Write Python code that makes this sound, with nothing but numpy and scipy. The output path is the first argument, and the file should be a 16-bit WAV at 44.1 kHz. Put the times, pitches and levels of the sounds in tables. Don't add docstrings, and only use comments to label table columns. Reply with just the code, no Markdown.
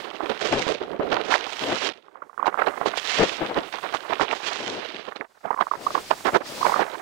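import sys
import numpy as np
from scipy import signal
from scipy.fft import rfft, irfft
from scipy.io import wavfile
from scipy.ndimage import uniform_filter1d

SR = 44100
rng = np.random.default_rng(int(sys.argv[2]) if len(sys.argv) > 2 else 0)


def to_wav(s):
    ch = np.atleast_2d(s).T
    pcm = np.round(np.clip(ch, -1, 1) * 32767)
    wavfile.write(sys.argv[1], SR, pcm.astype(np.int16))


N = 309405

# time in seconds, rumble, port ring and rush in dB.
RIGHT_WIND = [(0.0, -32.5, -35, -32), (0.2, -37.5, -34, -41), (0.55, -29, -30, -22.5),
              (0.78, -31, -36, -32), (0.95, -27.5, -39.5, -50.5), (1.2, -27, -31.5, -31.5),
              (1.45, -38, -35, -30.5), (1.87, -30, -26, -20.5), (1.9, -35.5, -42, -35),
              (2.02, -60, -56.5, -60), (2.34, -52, -52, -93), (2.45, -36, -30.5, -68),
              (2.94, -40.5, -33.5, -37.5), (2.99, -46, -42, -34), (3.11, -38, -29, -17.5),
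              (3.25, -29, -29, -19), (3.46, -43, -37.5, -36.5), (4.06, -39.5, -33, -38),
              (4.5, -36.5, -30, -26), (5.0, -38.5, -44.5, -33.5), (5.22, -57, -41.5, -61.5),
              (5.3, -60, -59, -93), (5.43, -72, -50, -104), (6.4, -71, -46, -65), (7.01, -38.5, -33.5, -49)]
# start in seconds, hold in seconds, rumble, port ring and rush in dB.
RIGHT_BURSTS = [(0.205, 0.043, -28, -28.5, -46), (0.296, 0.0092, -23, -24, -33),
                (0.415, 0.004, -22, -24, -27), (0.447, 0.014, -27.5, -45, -27.5),
                (0.67, 0.05, -23.5, -27.5, -35), (4.465, 0.017, -38, -56, -22.5),
                (1.125, 0.0052, -21, -21, -27), (1.255, 0.071, -32.5, -31, -41),
                (1.307, 0.047, -47, -16.5, -20), (2.46, 0.015, -42, -43, -26),
                (2.58, 0.057, -47, -23.5, -45.5), (2.665, 0.024, -25, -18.5, -37),
                (2.86, 0.023, -24, -43, -27), (2.974, 0.01, -57, -59, -18.5),
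                (3.565, 0.017, -13.5, -20.5, -31.5), (3.726, 0.014, -47, -28, -30),
                (3.838, 0.013, -31.5, -25, -35), (3.945, 0.0094, -28, -27, -26),
                (4.1, 0.035, -30.5, -27.5, -36), (4.2, 0.028, -22.5, -22.5, -28.5),
                (4.305, 0.04, -42, -38, -48), (5.08, 0.0068, -37, -33, -71),
                (5.16, 0.0032, -31, -32, -31.5), (5.207, 0.0062, -26.5, -37, -42),
                (5.445, 0.017, -29, -25, -53), (5.606, 0.0066, -24.5, -17, -30.5),
                (5.945, 0.056, -34, -31, -41), (6.109, 0.001, -17, -13, -21.5),
                (6.255, 0.03, -17, -10, -24), (6.345, 0.016, -13.5, -11, -22.5),
                (6.41, 0.0032, -27.5, -27, -41), (6.645, 0.14, -29.5, -20.5, -50),
                (6.78, 0.049, -22.5, -22.5, -30.5), (6.9, 0.043, -36.5, -36, -40.5)]
BURST_RISE_DB_S, BURST_FALL_DB_S = 2603, 1003
# frequency in Hz, relative level in dB.
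RUMBLE_COLOUR = [(30, -19.5), (120, -14), (250, -1.5), (420, 6.5), (700, 0), (1500, -52)]
RING_COLOUR = [(150, -40), (700, -2.5), (1080, -3.5), (1450, -6), (2200, -15), (5000, -53.5)]
RUSH_COLOUR = [(300, -16.5), (1800, 4.5), (3200, 5.5), (6000, -5.5), (16000, -33)]


def right_port():
    steady = np.array(curves(RIGHT_WIND))
    rumble, ring, rush = steady + surges(RIGHT_BURSTS, BURST_RISE_DB_S, BURST_FALL_DB_S)
    swirls = np.minimum(walk(70), 1)
    ticks = np.clip(walk(700), 0, 2) ** 2
    gappy = 1 / (1 + rush / undb(-23.0))

    hiss = turbulence(gappy * (3.7 * swirls + 4.44 * ticks), RUSH_COLOUR)
    air = low_pass_by_level(hiss, rush)
    low = turbulence(gappy * 6.3 * swirls, RUMBLE_COLOUR)
    singing = turbulence(gappy * (3.3 * swirls + 5.3 * walk(160)), RING_COLOUR)
    return rumble * low + ring * singing + rush * air + eddies()


# time of the peak in seconds, nominal peak in dB, ring in Hz, length at half height in ms.
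PORT_EDDIES = [(0.207, -10, 940, 1.2), (0.668, -5.5, 516, 0.99), (0.816, -14, 415, 3.6),
               (0.997, -7, 370, 2.4), (1.127, -8, 715, 0.25), (1.173, -11, 890, 0.89),
               (1.341, -3, 1990, 1.2), (1.459, -11, 2420, 0.27), (2.084, -30, 1150, 1.4),
               (2.157, -25, 1080, 2.1), (2.222, -17, 1270, 3), (2.298, -30, 1090, 4.3),
               (2.331, -26.5, 1100, 1), (2.379, -13, 1260, 1.5), (2.397, -12, 1130, 4.1),
               (2.429, -9.5, 1050, 2.5), (2.447, -14, 1230, 3.1), (2.459, -4.5, 880, 2),
               (2.469, -1, 880, 1.9), (2.479, -5, 855, 2.5), (2.544, -9, 1120, 1.6), (2.576, -7, 1130, 1.6),
               (2.675, -1.5, 1010, 1), (2.814, -5.5, 970, 0.72), (2.86, -3.5, 640, 1.3),
               (2.88, -17, 3170, 0.49), (2.975, -12, 4900, 0.093), (2.982, -22, 4000, 0.75),
               (3.74, -14.5, 1800, 1.1), (3.948, -14, 870, 0.85), (4.13, -11, 1030, 1.1),
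               (4.198, -6, 1080, 1.1), (4.212, -1, 1220, 0.43), (4.283, -14, 3000, 0.74),
               (4.313, -5.5, 2340, 0.75), (4.329, -10, 1040, 1.2), (4.469, -13, 2120, 0.31),
               (5.123, -17, 1320, 0.77), (5.211, -12, 2010, 1), (5.455, -15.5, 710, 4.4),
               (5.484, -22.5, 1310, 4.7), (5.508, -6.5, 886, 2.6), (5.53, -10.5, 1090, 2.2),
               (5.544, -19.5, 1180, 3.5), (5.565, -27, 1040, 6.1), (5.577, -23, 1130, 6.5),
               (5.591, -12.5, 1030, 7.5), (5.611, -4, 1095, 3.1), (5.625, -14.5, 1000, 2),
               (5.67, -18.5, 1050, 2.8), (5.716, -6.5, 1140, 4.3), (5.738, -9, 1090, 2),
               (5.87, -6.5, 1108, 5.7), (5.907, -22.5, 1140, 3.5), (5.953, -3, 1166, 3.9),
               (5.979, -11.5, 970, 2.6), (6.113, 0.5, 940, 1.7), (6.29, -13, 1180, 1.5),
               (6.35, -1.5, 1120, 1.6), (6.616, -13.5, 1010, 6.8), (6.631, -10.5, 1080, 5.9),
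               (6.652, -5.5, 984, 8.5), (6.667, 1, 965, 1.1), (6.696, -11, 890, 4), (6.722, -11, 970, 4),
               (6.743, -9, 1140, 3.5), (6.762, -5, 1150, 3.1), (6.795, -6.5, 760, 4.8)]
# frequency in Hz, relative level in dB.
WAKE_COLOUR = [(100, -25.5), (500, -1), (1100, 1), (1900, -10.5), (4500, -51)]


def eddies(wake_db=-13.0, wake_s=0.011, crackle_db=-18.0):
    tone, puffs, wake = np.zeros(N), np.zeros(N), np.zeros(N)
    t = np.arange(-600, 2400) / SR
    waver = 0.00013 * walk(300)
    turns = rng.random(len(PORT_EDDIES))
    for (s, db, hz, ms), turn in zip(PORT_EDDIES, turns):
        at = int(s * SR) + np.round(t * SR).astype(int)
        swell = .5 ** ((2000 * t / ms) ** 2)
        cycles = hz * (t + waver[at]) + turn
        tone[at] += undb(db) * swell * np.cos(2 * np.pi * cycles)
        puffs[at] += undb(db) * swell
        wake[at] += undb(db) * np.where(t < 0, swell, np.exp(-t / wake_s))

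    crackle = undb(crackle_db) * puffs ** 3 * turbulence(0, RUSH_COLOUR)
    ragged = undb(wake_db) * wake * turbulence(5.2 * walk(250), WAKE_COLOUR)
    return tone * undb(3.2 * walk(600)) + crackle + ragged


EDGE_HZ = 6000
EDGE_OCT_PER_DB, EDGE_DB_PER_OCT = 0.9, 12


def low_pass_by_level(x, gain):
    f, t, z = signal.stft(x, SR, nperseg=256)
    smooth_gain = uniform_filter1d(gain, size=2048)
    db = 20 * np.log10(np.interp(t * SR, np.arange(N), smooth_gain))
    climb = np.clip(EDGE_OCT_PER_DB * (db + 30), -.6, .22)
    above = np.log2((f[:, None] + 1) / EDGE_HZ) - climb
    cut = undb(-EDGE_DB_PER_OCT * np.clip(above, 0, 1.2))
    return signal.istft(z * cut, SR, nperseg=256)[1][:N]


# start in seconds, hold in seconds, level in dB.
LEFT_GUSTS = [(0.51, 0.075, -17.5), (0.7, 0.043, -33), (0.82, 0.033, -36), (0.95, 0.0035, -37),
              (1.01, 0.03, -28), (1.125, 0.0056, -22), (1.19, 0.0092, -37), (1.62, 0.11, -28.5),
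              (1.7, 0.033, -24.5), (3.19, 0.049, -16), (3.415, 0.018, -19.5), (3.443, 0.008, -23),
              (3.49, 0.02, -24.5), (3.567, 0.015, -22), (4.59, 0.085, -37.5), (4.67, 0.11, -30),
              (4.94, 0.0061, -33), (5.77, 0.16, -36.5), (5.97, 0.48, -44), (6.28, 0.011, -33),
              (6.335, 0.009, -25), (6.48, 0.23, -36), (6.78, 0.021, -31.5)]
GUST_RISE_DB_S, GUST_FALL_DB_S = 1086, 501
LINGER_DB, LINGER_FALL_DB_S = -23.5, 95
THUMP_DB, THUMP_HZ = 16, 109
# frequency in Hz, relative level in dB.
GUST_COLOUR = [(30, -32.5), (150, -9), (320, -0.5), (600, -1), (1500, -14), (3000, -20), (9000, -66.5)]


def left_port():
    gust = surges(LEFT_GUSTS, GUST_RISE_DB_S, GUST_FALL_DB_S)[0]
    draught = undb(LINGER_DB) * surges(LEFT_GUSTS, GUST_RISE_DB_S, LINGER_FALL_DB_S)[0]
    flow = gust + draught
    bass = signal.butter(2, THUMP_HZ, fs=SR, output="sos")
    thump = unit(signal.sosfilt(bass, rng.standard_normal(N)))
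    swirling = turbulence(1.84 * walk(150) + 2.67 * walk(60), GUST_COLOUR)
    return flow * swirling + undb(THUMP_DB) * flow ** 3 * thump


# time in seconds, spray at the left and the right port in dB.
BOARD_SPRAY = [(0.0, -72, -53), (1.0, -76, -68), (1.45, -59.5, -59), (1.65, -59.5, -47), (2.03, -84, -76.5),
               (2.68, -70, -49.5), (3.08, -80, -50.5), (3.9, -70.5, -50.5), (5.03, -83.5, -59),
               (5.35, -64.5, -67.5), (6.05, -47.5, -44), (6.33, -56.5, -42.5), (6.4, -60, -64),
               (6.47, -48.5, -44), (6.62, -47.5, -32), (6.77, -47, -44), (6.86, -59, -49), (7.01, -60, -46)]
SCRAPE_DB = -39.5
# frequency in Hz, relative level in dB.
SCRAPE_COLOUR = [(500, -14.5), (2000, -12.5), (5000, -10), (11000, -33)]
SPRAY_COLOUR = [(2500, 2.5), (8000, 0), (13500, -9.5), (15500, -5.5)]


def boards():
    spray = np.array(curves(BOARD_SPRAY))
    scrape = undb(SCRAPE_DB) * (spray[0] / undb(-48)) ** 1.76
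    grain_db = 2.5 * walk(25)
    edges = scrape * np.array([turbulence(grain_db, SCRAPE_COLOUR) for _ in range(2)])
    return edges + spray * turbulence(2.0 * walk(22.88), SPRAY_COLOUR)


def turbulence(flutter_db, shape):
    return colour(undb(flutter_db) * rng.standard_normal(N), shape)


def surges(table, rise_db_s, fall_db_s):
    t, out = np.arange(N) / SR, -200.
    for s, hold, *db in table:
        before, after = rise_db_s * (s - t), fall_db_s * (t - s - hold)
        under = np.maximum(np.maximum(before, after), 0)
        out = np.maximum(out, np.array(db)[:, None] - under)
    return undb(out)


def curves(table):
    s, *columns = np.transpose(table)
    return [undb(np.interp(np.arange(N) / SR, s, c)) for c in columns]


def colour(x, shape):
    hz, db = np.transpose(shape)
    f = np.maximum(np.fft.rfftfreq(N, 1 / SR), 1)
    gain = undb(np.interp(np.log(f), np.log(hz), db))
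    return unit(irfft(rfft(x) * gain, N))


def walk(rate):
    k = max(int(SR / rate), 2)
    held = np.repeat(rng.standard_normal(N // 2 + 1)[:N // k + 1], k)
    return unit(uniform_filter1d(uniform_filter1d(held, k), k)[:N])


def unit(x):
    return x / np.sqrt(np.mean(x ** 2))


def undb(db):
    return 10 ** (np.asarray(db) / 20)


def scene():
    left = left_port()
    housing = signal.butter(1, 900, fs=SR, output="sos")
    through = undb(-9.0) * signal.sosfilt(housing, left)
    return np.array([left, right_port() + through]) + boards()


def record(dry):
    top = signal.ellip(12, .2, 90, 15750, fs=SR, output="sos")
    return signal.sosfilt(top, np.tanh(dry))


dry = scene()
out = record(dry)
to_wav(out)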